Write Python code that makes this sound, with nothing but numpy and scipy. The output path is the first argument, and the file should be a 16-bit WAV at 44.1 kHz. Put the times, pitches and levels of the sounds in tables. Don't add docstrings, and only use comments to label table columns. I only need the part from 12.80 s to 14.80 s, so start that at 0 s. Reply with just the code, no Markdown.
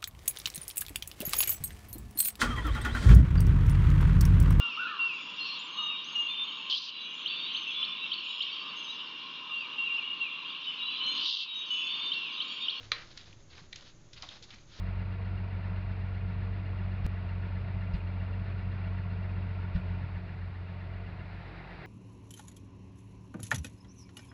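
import sys
import numpy as np
from scipy import signal
from scipy.fft import rfft, irfft
from scipy.io import wavfile

SR = 44100
rng = np.random.default_rng(int(sys.argv[2]) if len(sys.argv) > 2 else 0)


def put_to_file(sound):
    columns = np.atleast_2d(sound).T
    safe = np.clip(columns, -1, 1)
    whole_steps = np.round(safe * 32767)
    wavfile.write(sys.argv[1], SR, whole_steps.astype(np.int16))


def linear_from_db(decibels):
    return 10 ** (np.asarray(decibels, float) / 20)


N = 88200

# pitch_hz, density_db [dB per Hz]
FIBRE_COLOUR = [(250, -48.5), (500, -4.5), (1140, -5), (1400, -3.5), (2700, -5), (3750, 0), (5300, -5.5),
                (7600, -23)]
GRAINS_PER_S, GRAIN_SPREAD_DB = 8000, 3.5


def rms_one(x):
    return x / np.sqrt(np.mean(x ** 2) + 1e-20)


def at_hz(points, hz):
    table_hz, value = np.transpose(points)
    return np.interp(np.log(hz), np.log(table_hz), value)


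def colour(x, spectrum):
    hz = np.maximum(np.arange(len(x) // 2 + 1) * SR / len(x), 1)
    return irfft(rfft(x) * linear_from_db(at_hz(spectrum, hz)), len(x))


def band_pass(x, low_hz, high_hz):
    return signal.sosfilt(signal.butter(2, [low_hz, high_hz], "band", fs=SR, output="sos"), x)


def band(x, hz, share):
    return band_pass(x, hz / (1 + share / 2), hz * (1 + share / 2))


def drift(rate_hz):
    r = np.exp(-2 * np.pi * rate_hz / SR)
    wander = signal.lfilter([1], [1, -2 * r, r * r], rng.standard_normal(N + SR))
    return rms_one(wander[SR:])


def ring(clicks, hz, t60_s):
    r = linear_from_db(-60 / (t60_s * SR))
    w = 2 * np.pi * hz / SR
    return signal.lfilter([0, np.sin(w)], [1, -2 * r * np.cos(w), r * r], clicks + 1e-18)


def grains(rate_per_s, spread_db, size):
    chance, size_draw, sign_draw = rng.random((3, size))
    happens = chance < rate_per_s / SR
    height = linear_from_db(spread_db * np.minimum(-np.log(size_draw + 1e-9), 4))
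    return happens * height * np.sign(sign_draw - 0.5)


def noise_line(hz, width_hz):
    t60_s = np.log(1000) / (np.pi * width_hz)
    return rms_one(ring(rng.standard_normal(N + SR), hz, t60_s)[SR:])


def floor():
    # pitch_hz, density_db [dB per Hz]
    rumble_colour = [(12, -36.5), (20, 3), (48, -4), (129, -4.5), (263, -14.5), (344, -11), (478, -21),
                     (551, -18), (600, -20), (780, -44), (1320, -120)]
    # pitch_hz, density_db [dB per Hz]
    hiss_colour = [(350, -31), (600, -11), (1260, -12), (1570, -13.5), (5220, -19), (6440, -10.5),
                   (7300, -14.5), (9490, -49.5), (16100, -120)]
    rumble = linear_from_db(-58.5) * rms_one(colour(rng.standard_normal(N), rumble_colour))
    hiss = linear_from_db(-67) * rms_one(colour(rng.standard_normal(N), hiss_colour))
    boom = linear_from_db(-66) * noise_line(104.2, width_hz=11.6)
    whine = linear_from_db(-77.5) * noise_line(6470, width_hz=80)
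    return rumble + hiss + boom + whine


def attic(x):
    # pitch_hz, t60_s [time to fall by 60 dB]
    attic_decay = [(400, 0.53), (1000, .33), (2500, 0.22), (6000, 0.21)]
    tail_db, delay_s = -10.5, 0.005
    t = np.arange(SR // 2) / SR - delay_s
    white = rng.standard_normal(SR // 2)
    tail = np.zeros(SR // 2)
    for hz in 250 * 2 ** np.arange(6):
        octave = band_pass(white, hz / np.sqrt(2), hz * np.sqrt(2))
        tail += octave * linear_from_db(-60 * t / at_hz(attic_decay, hz))
    tail *= t > 0
    return linear_from_db(tail_db) * signal.fftconvolve(x, tail / np.sqrt(np.sum(tail ** 2)))[:N]


def thuds():
    # start_s, level_db [peak], pitch_hz, t60_s [time to fall by 60 dB]
    pushes = [(0.0, -50, 103, 0.83), (0.0, -55, 271.6, 0.17), (0.0, -53.5, 483, 0.13),
              (0.51, -52.5, 103, 0.19), (0.56, -50.5, 107, 0.21), (0.814, -52, 161, 0.18),
              (0.839, -61, 109, 0.24), (1.431, -58, 298, 0.16), (1.615, -55.5, 475, 0.093),
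              (1.735, -51.5, 210, 0.14), (1.986, -51.5, 444, 0.13), (1.99, -45.5, 194, 0.13)]
    soft_s = 0.0023
    t, out = np.arange(N) / SR, np.zeros(N)
    for start_s, level_db, hz, t60_s in pushes:
        age = np.maximum(t - start_s, 0)
        envelope = linear_from_db(level_db - 60 * age / t60_s) * (1 - np.exp(-age / soft_s))
        out += envelope * np.sin(2 * np.pi * hz * age + rng.uniform(0, 2 * np.pi))
    return out


def rustle():
    # time_s, level_db
    busyness = [(0, -59.5), (0.25, -58), (0.5, -61), (0.6, -70), (0.68, -83), (0.721, -58.5), (0.83, -60.5),
                (0.89, -70.5), (0.999, -59.5), (1.09, -62.5), (1.179, -76.5), (1.32, -73.5), (1.4, -56),
                (1.57, -54), (1.61, -67.5), (1.75, -60), (1.85, -70), (2, -52.5)]
    time_s, table_db = np.transpose(busyness)
    level_db = np.interp(np.arange(N) / SR, time_s, table_db) - 0.5
    level_db += 2.25 * drift(30)
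    crackle = colour(grains(GRAINS_PER_S, GRAIN_SPREAD_DB, N), FIBRE_COLOUR)
    return linear_from_db(level_db) * rms_one(crackle)


def scrapes():
    # start_s, length_s, level_db, pitch_hz, rise [share of the length spent swelling]
    strokes = [(0.01, 0.029, -61, 2500, 0.69), (0.121, 0.014, -40.5, 3250, 0.16),
               (0.133, 0.094, -47.5, 2300, .1), (0.298, 0.03, -57.5, 4020, .5),
               (0.382, 0.033, -54, 3830, .1), (0.699, 0.018, -58, 3830, .3),
               (0.719, 0.019, -53.5, 2670, 0.55), (0.775, 0.027, -53, 1410, 0.25),
               (0.939, 0.028, -62, 2030, 0.11), (0.964, 0.026, -56, 4000, .1),
               (1.038, 0.064, -57, 4020, 0.3), (1.331, 0.011, -51, 4640, .1),
               (1.353, 0.03, -46.5, 3200, 0.79), (1.426, 0.0053, -47.5, 2750, 0.087),
               (1.427, 0.0092, -48, 1690, 0.25), (1.429, 0.017, -45.5, 900, .3),
               (1.494, 0.026, -54, 3300, .15), (1.518, 0.027, -62, 3820, .3),
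               (1.623, 0.018, -49.5, 5820, .15), (1.627, 0.019, -52.5, 4200, 0.3),
               (1.703, .018, -52, 3330, .1), (1.722, .025, -53.5, 2410, 0.29),
               (1.78, 0.0089, -58, 3000, .3), (1.898, 0.049, -52, 3600, 1)]
    broad_db, cut_share, release_s = 2, 0.37, 0.01
    size = 8192
    out, t = np.zeros(N + size), np.arange(size) / SR
    for start_s, length_s, level_db, hz, rise in strokes:
        clicks = grains(GRAINS_PER_S, GRAIN_SPREAD_DB, size)
        high_pass = signal.butter(2, cut_share * hz, "high", fs=SR, output="sos")
        broad = signal.sosfilt(high_pass, colour(clicks, FIBRE_COLOUR))
        tone = rms_one(band(clicks, hz, 1)) + linear_from_db(broad_db) * rms_one(broad)
        swell = np.minimum(t / (rise * length_s), 1)
        sag = linear_from_db(-4 * t / length_s)
        die = np.exp(-np.maximum(t - length_s, 0) / release_s)
        start = int(start_s * SR)
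        out[start:start + size] += linear_from_db(level_db) * swell * sag * die * rms_one(tone)
    return out[:N] * linear_from_db(0.8 * drift(60))


def ticks():
    # start_s, level_db [peak], pitch_hz, length_s, share [width over pitch]
    skips = [(0.0303, -41.5, 2500, 0.004, 1.2), (0.3735, -40, 3000, .002, 1.4),
             (0.3749, -32, 3800, 0.0055, 0.64), (0.3752, -42.5, 1700, 0.0037, 0.83),
             (0.442, -47, 3040, .002, 0.51), (0.528, -43, 2870, 0.0045, 0.74),
             (0.7806, -41, 2480, 0.0023, 0.48), (0.9281, -31.5, 3560, 0.0043, 0.48),
             (0.9285, -38, 2120, 0.0056, .4), (0.959, -30.5, 3970, 0.0017, 1.6),
             (0.9607, -31.5, 4470, .0015, 1.6), (0.9619, -34.5, 3180, .005, 1.3),
             (1.0096, -41, 3600, 0.0023, .7), (1.331, -44, 4170, 0.0035, 1.1),
             (1.423, -31, 4350, .0015, .5), (1.4239, -30, 4080, 0.0037, 0.91),
             (1.4889, -31.5, 3600, 0.0037, .4), (1.7058, -38.5, 3530, .006, 0.41),
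             (1.7426, -40.5, 3340, .007, 1.9)]
    crack_db, trim_db = -8, -1
    size = 2048
    out, t = np.zeros(N + size), np.arange(size) / SR
    for start_s, level_db, hz, length_s, share in skips:
        burst = grains(4200, 2.6, size) * np.exp(-(t / length_s) ** 2)
        burst[0] = 3.1
        crack = rms_one(band(burst, 4200, 3.1))
        tick = rms_one(band(burst, hz, share)) + linear_from_db(crack_db) * crack
        start = int(start_s * SR)
        out[start:start + size] += linear_from_db(level_db + trim_db) * tick / np.abs(tick).max()
    return out[:N]


def knock():
    # start_s, level_db, softness_hz [higher is harder]
    contacts = [
        (0.1160, -20, 1500),
        (0.1168, -17, 3000),
        (0.1178, -19, 5000),
        (0.1183, -13, 7240),
        (0.1249, -26.5, 4500),
        (0.1288, -29.5, 4500),
        (0.1352, -30.5, 4000),
    ]
    # pitch_hz, level_db, t60_s [time to fall by 60 dB]
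    box_modes = [(500, -18, 0.025), (740, -22, 0.018), (1065, -13.5, 0.06), (1222, -9, 0.028),
                 (1525, -5.5, 0.013), (1820, -4.5, 0.011), (2337, -4, 0.023), (2870, -4, 0.014),
                 (3094, 1, 0.012), (3600, .5, .013), (4000, 1, 0.013), (4690, 2.5, 0.0063),
                 (5600, -14, 0.016), (6200, -8.5, 0.009)]
    size = 4096
    out = np.zeros(N)
    for start_s, level_db, soft_hz in contacts:
        click = np.zeros(size)
        click[0] = linear_from_db(level_db - 8.5)
        click = band_pass(click, 350, soft_hz)
        start = int(start_s * SR)
        for k, (hz, mode_db, t60_s) in enumerate(box_modes):
            strength = linear_from_db(mode_db + rng.normal(0, 1)) * (-1) ** k
            out[start:start + size] += strength * ring(click, hz, t60_s)
    return out


def scene():
    animal = knock() + ticks() + scrapes()
    return (animal + attic(animal) + rustle() + thuds() + floor())[None]


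def band_limit(x):
    return signal.sosfilt(signal.butter(12, 8040, fs=SR, output="sos"), x)


def record(dry):
    low_pass = signal.cheby2(10, 50, 8344, fs=SR, output="sos")
    mix = signal.sosfilt(low_pass, dry) + 0.0012
    return band_limit(mix)


dry = scene()
out = record(dry)
put_to_file(out)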